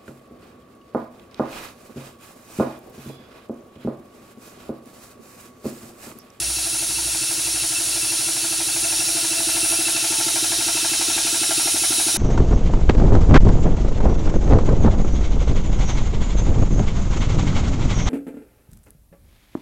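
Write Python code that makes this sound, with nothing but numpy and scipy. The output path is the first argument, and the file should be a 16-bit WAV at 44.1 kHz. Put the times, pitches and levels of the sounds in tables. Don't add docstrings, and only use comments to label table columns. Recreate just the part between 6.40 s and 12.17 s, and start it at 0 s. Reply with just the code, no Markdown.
import sys
import numpy as np
from scipy import signal
from scipy.fft import rfft, irfft
from scipy.io import wavfile

SR = 44100
rng = np.random.default_rng(int(sys.argv[2]) if len(sys.argv) > 2 else 0)


def unload_audio(sound):
    columns = np.transpose(np.atleast_2d(sound))
    steps = np.round(np.clip(columns, -1, 1) * 32767)
    wavfile.write(sys.argv[1], SR, steps.astype(np.int16))


N = 254456
TIME = np.arange(N) / SR
FREQ = np.fft.rfftfreq(N, 1 / SR)
RETURN_KNOCK_S, OUT_CHUFF_S, RETURN_CHUFF_S = .078, .0195, .096

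# (time [s], nearness [0-1])
NEARNESS = [(0, 0.04), (2.1, 0.1), (3.0, 0.28), (4.0, 0.66), (5.0, .9), (5.77, 1)]
# (time [s], rate [turns/s])
CRANK_SPEED = [(0.0, 6.136), (0.85, 6.202), (1.1, 6.081), (1.8, 6.255), (2.8, 6.219), (3.3, 6.308),
               (3.8, 6.285), (4.55, 5.989), (5.77, 6.221)]
# (time [s], knock [dB], chuff [dB])
STROKE_LEVELS = [(0, -38.5, -36.5), (1.6, -35.5, -34), (2.4, -33, -32), (3.2, -27.5, -30), (4.2, -27, -28),
                 (5.77, -25.5, -27.5)]
# (frequency [Hz], width [Hz], gain [dB])
FRAME_MODES = [(267, 60, -2), (310.3, 180, 1), (361.4, 70, -5), (669, 140, -13), (1389, 110, -8.5)]
# (time [s], hiss [dB], jet [dB])
STEAM_LEVELS = [(0, -28.5, -27.5), (1.65, -25.9, -26), (2.2, -26.5, -26.5), (2.4, -26, -25),
                (2.7, -25, -24.5), (2.9, -25, -26.6), (3.3, -25.5, -22), (3.55, -25, -25.5),
                (3.95, -24.5, -25), (4.6, -24, -26.5), (5.0, -24.5, -25), (5.45, -24.5, -23),
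                (5.77, -24.5, -23)]
# (frequency [Hz], relative density [dB])
HISS_SPECTRUM = [(300, -14), (1150, -16.5), (1400, -13.5), (1900, -11.5), (3000, -7.5), (3900, -2),
                 (4900, -2.5), (5600, -1.5), (6300, -0.5), (7300, -0.5), (8300, -3), (10000, -3.5),
                 (13000, -19.5)]
# (frequency [Hz], relative density [dB])
JET_SPECTRUM = [(6000, -22.5), (8200, -12.5), (9250, 2.5), (10100, 1.5), (11000, -4.5), (12000, -12.5),
                (13400, -32), (14400, -37), (15600, -15)]
# (frequency [Hz], width [Hz], gain [dB])
HISS_PEAKS = [(3990, 63, 2), (4420, 60, 5), (5474, 140, 8), (5886, 210, 3.5), (9640, 105, 7.5),
              (9920, 82, -6), (10410, 106, 9.5), (11900, 82, -3)]
# (frequency [Hz], width [Hz], gain [dB])
BLOCK_MODES = [(3190, 500, -2.5), (3860, 720, 1), (5585, 410, 4.5), (6380, 500, -2)]
# (frequency [Hz], side over mid [dB])
HISS_WIDTH = [(1000, -10.5), (5000, -16), (8000, -16), (9500, -11.5), (10800, -2.5), (12000, 6), (13500, 5),
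              (14300, -1), (15200, -25)]
# (time [s], level [dB])
GLAND_LEVEL = [(0, -38), (1.3, -37), (2.2, -36.5), (3.0, -33), (3.55, -30.5), (3.9, -40.5), (4.5, -32.5),
               (5.2, -35), (5.77, -39.5)]
# (crank phase [turns], level [dB])
GLAND_CYCLE = [(0, -2.5), (.14, -1), (.25, -11.5), (.32, -7.5), (.44, -1.5), (.56, -2), (.68, -14),
               (.82, -11.5), (1, -3.5)]
# (frequency [Hz], width [Hz], gain [dB])
GLAND_MODES = [(4023, 69, -2), (4440, 52, 0)]
# (peak time [s], length [s], boost [dB])
GLAND_SQUEAKS = [(1.368, 0.049, 6), (3.61, .08, 2), (4.425, 0.055, 5.5), (5.18, .06, 6)]
# (time [s], level [dB])
DRONE_LEVEL = [(0.0, -47), (0.09, -40), (0.46, -54), (0.67, -40.5), (0.96, -62), (1.03, -49), (1.24, -48),
               (1.3, -63), (1.54, -47), (1.85, -62), (2.59, -50), (2.81, -64), (3.23, -49), (3.91, -68),
               (4.06, -50), (5.05, -55), (5.77, -47)]
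# (frequency [Hz], width [Hz], gain [dB])
CHIMNEY_MODES = [(668.6, 69, 6), (762.7, 103, 4.5), (867, 110, 3), (1399, 180, 1), (1630, 220, -6.5),
                 (2060, 610, -6.5), (2404, 220, 2)]
# (frequency [Hz], width [Hz], gain [dB])
SPIT_MODES = [(1400, 117, -2.5), (1633, 295, -1.5), (2104, 530, -5.5)]
# (frequency [Hz], relative density [dB])
SHED_SPECTRUM = [(20, -20), (60, -4), (100, 3), (180, -2.5), (350, 7.5), (520, -11), (800, 2.5),
                 (1100, -33), (3000, -45)]
# (peak time [s], length [s], level [dB])
GROAN_SWELLS = [(3.1, 2, -44.5)]
# (peak time [s], length [s], level [dB])
RING_SWELLS = [(2.57, 0.37, -50), (3.81, .42, -40.5)]
# (peak time [s], length [s], level [dB])
SINGING_SWELLS = [(2.62, 0.44, -33), (3.3, .4, -34), (5.2, .3, -33)]
# (frequency [Hz], left minus right [dB])
MIC_BALANCE = [(120, -0.5), (400, 0.9), (2000, 0.6), (4500, 0.5), (8500, -0.9), (12500, -0.5)]


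def undb(db):
    return 10 ** (np.asarray(db) / 20)


def unit(x):
    return x / np.sqrt(np.mean(x ** 2))


def white():
    return rng.standard_normal(N)


def curve(rows, column=1):
    rows = np.array(rows)
    return np.interp(TIME, rows[:, 0], rows[:, column])


def swells(rows):
    return sum(height * np.cos(np.pi * np.clip((TIME - peak_s) / length_s, -.5, .5)) ** 2
               for peak_s, length_s, height in rows)


def swell_gain(rows):
    return swells([(peak_s, length_s, undb(db)) for peak_s, length_s, db in rows])


def spectrum_db(points):
    hz, db = np.transpose(points)
    return np.interp(np.log(FREQ + 1), np.log(hz), db)


def equalize(x, gain_db):
    return irfft(rfft(x) * undb(gain_db), N)


def noise(points):
    return unit(equalize(white(), spectrum_db(points)))


def ring(x, hz, width_hz, order):
    section = np.concatenate(signal.iirpeak(hz, hz / width_hz, fs=SR))
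    return signal.sosfilt(np.tile(section, (order, 1)), x + 1e-18)


def resonate(x, modes, order=2):
    return sum(undb(db) * ring(x, hz, width_hz, order) for hz, width_hz, db in modes)


def noise_band(hz, width_hz):
    return unit(ring(white(), hz, width_hz, order=2))


def convolve(x, response):
    return signal.fftconvolve(x, response)[:N]


def impulses(times_s, db):
    train = np.zeros(N)
    np.add.at(train, np.clip((times_s * SR).astype(int), 0, N - 1), undb(db))
    return train


def strokes(times_s, level_db, scatter_db):
    stroke_db = np.interp(times_s, TIME, level_db) + scatter_db * rng.standard_normal(len(times_s))
    return impulses(times_s, stroke_db)


def knocks(blow, release, near, frame_db=41, bench_db=56, bench_chuff_db=-5):
    frame = resonate(blow, FRAME_MODES, order=5)
    bench = ring(blow + undb(bench_chuff_db) * release, hz=326.3, width_hz=59.5, order=4)
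    return undb(frame_db + 7.5 * near) * frame + undb(bench_db - 11 * near ** 2) * bench


def rocking(turns_s, near, out_db=15.5, return_db=15, lead_s=.009):
    out_s = turns_s - lead_s * np.interp(turns_s, TIME, near) ** 2
    reversals = impulses(out_s, out_db) + impulses(out_s + RETURN_KNOCK_S, return_db)
    return ring(reversals, hz=121.2, width_hz=46.6, order=3)


def steam(near, hiss_db=.5, peaks_db=-4, block_db=-4):
    hiss_gain, jet_gain = undb(curve(STEAM_LEVELS)), undb(curve(STEAM_LEVELS, column=2))
    peaks = unit(resonate(white(), HISS_PEAKS)) * undb(peaks_db - 12 * near)
    block = unit(resonate(white(), BLOCK_MODES)) * undb(block_db) * np.sqrt(near)
    hiss = undb(hiss_db) * noise(HISS_SPECTRUM)
    rush = hiss_gain * (hiss + block) + jet_gain * noise(JET_SPECTRUM)
    return reflections(rush, near) + hiss_gain * peaks


def reflections(x, near, count=9, first_s=.002, last_s=.016, travel_s=.000902, gain=.17):
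    combed = x.copy()
    oversampled = signal.resample_poly(x, 8, 1)
    for place, slope, polarity in rng.uniform(-1, 1, (count, 3)):
        delay_s = first_s + (last_s - first_s) * abs(place) + travel_s * slope * near
        index = ((TIME - delay_s) * 8 * SR).astype(int)
        combed += gain * np.sign(polarity) * oversampled.take(index, mode="wrap")
    return combed / np.sqrt(1 + count * gain ** 2)


def gland(crank_turns, near, sink_hz=45, sputter_db=2, upper_db=-1, hollow_db=-11):
    upper = undb(upper_db - 9 * near) * unit(resonate(white(), GLAND_MODES))
    tones = noise_band(hz=2684, width_hz=130) + upper
    shift_down = np.exp(-2j * np.pi * np.cumsum(near * sink_hz) / SR)
    whistle = np.real(signal.hilbert(tones) * shift_down)
    hollow = undb(hollow_db) * noise_band(hz=1375, width_hz=150)
    flicker_db = sputter_db * noise_band(hz=5.9, width_hz=17)
    leak_db = np.interp(crank_turns % 1, *np.transpose(GLAND_CYCLE))
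    return (whistle + hollow) * undb(leak_db + curve(GLAND_LEVEL) + swells(GLAND_SQUEAKS) + flicker_db)


def drone(crank_turns, waver_db=1.5, waver_hz=5):
    waver = unit(irfft(rfft(white()) * np.exp(-(FREQ / waver_hz) ** 2), N))
    tone = np.sqrt(2) * np.sin(2 * np.pi * 10 * crank_turns)
    return tone * undb(curve(DRONE_LEVEL) + waver_db * waver)


def chuffs(release, near, open_s=.0014, empty_s=.023, pop_db=30, rasp_db=-22, direct_db=-7,
           echo_s=.0085, echo_gain=.36):
    t = TIME[:SR // 6]
    flow = convolve(release, (1 - np.exp(-t / open_s)) * np.exp(-t / empty_s))
    rush = flow * white()
    pop = undb(pop_db) * ring(release, hz=790, width_hz=420, order=3)
    rasp = undb(rasp_db) * ring(rush, hz=3100, width_hz=3000, order=2)
    direct = undb(direct_db) * near * pop
    puff = resonate(rush + pop, CHIMNEY_MODES) + rasp + direct
    bench_echo = echo_gain * np.interp(TIME - echo_s, TIME, puff, left=0)
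    return puff + bench_echo


def spit(release, near, gain_db=15, fade_s=.013):
    burst = convolve(release, np.exp(-TIME[:SR // 6] / fade_s)) * white()
    return undb(gain_db + 2 * near) * resonate(burst, SPIT_MODES)


def shed(x, gap_s=.0058, t60_s=.33):
    t = TIME[:SR // 3]
    tail = rng.standard_normal(len(t)) * undb(-60 * t / t60_s) * (t > gap_s)
    return convolve(x, tail / np.sqrt(np.sum(tail ** 2)))


def groan(crank_turns, peak_turn=.66, depth_db=4):
    pulse = undb(depth_db * np.cos(2 * np.pi * (crank_turns - peak_turn)))
    return noise_band(hz=670, width_hz=30) * pulse * swell_gain(GROAN_SWELLS)


def faint_ring(hz=885):
    return np.sqrt(2) * np.sin(2 * np.pi * hz * TIME) * swell_gain(RING_SWELLS)


def singing():
    return noise_band(hz=5600, width_hz=220) * swell_gain(SINGING_SWELLS)


def scene(return_knock_db=-5, return_chuff_db=2.5, exhaust_db=11, whistle_db=1,
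          wet_db=-7, side_db=-8, floor_db=-51):
    near = curve(NEARNESS)
    crank_turns = np.cumsum(curve(CRANK_SPEED)) / SR
    turns_s = np.interp(np.arange(int(crank_turns[-1]) + 1), crank_turns, TIME)
    knock_db, chuff_db = curve(STROKE_LEVELS), curve(STROKE_LEVELS, column=2)
    uneven = 1 - .52 * near
    blow = strokes(turns_s, knock_db, scatter_db=1.3)
    blow += strokes(turns_s + RETURN_KNOCK_S, knock_db + return_knock_db * uneven, scatter_db=1.3)
    release = strokes(turns_s + OUT_CHUFF_S, chuff_db, scatter_db=.8)
    release += strokes(turns_s + RETURN_CHUFF_S, chuff_db + return_chuff_db * uneven, scatter_db=.8)
    engine = knocks(blow, release, near) + rocking(turns_s, near)
    exhaust = undb(exhaust_db) * chuffs(release, near) + spit(release, near)
    whistle = undb(whistle_db) * gland(crank_turns, near)
    room = undb(wet_db - 3 * near) * shed(exhaust + undb(-5) * engine)
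    room += undb(floor_db) * noise(SHED_SPECTRUM)
    mid = engine + exhaust + whistle + room + drone(crank_turns) + steam(near)
    mid += faint_ring() + singing() + groan(crank_turns)
    side = undb(side_db) * shed(exhaust + undb(-8) * engine)
    side += equalize(steam(near), spectrum_db(HISS_WIDTH))
    return np.array([mid + side, mid - side])


def record(dry, cutoff_hz=15800):
    tilt_db = spectrum_db(MIC_BALANCE) / 2
    coloured = equalize(dry, [tilt_db, -tilt_db])
    return signal.sosfilt(signal.ellip(12, .2, 80, cutoff_hz, fs=SR, output="sos"), coloured)


dry = scene()
out = record(dry)
unload_audio(out)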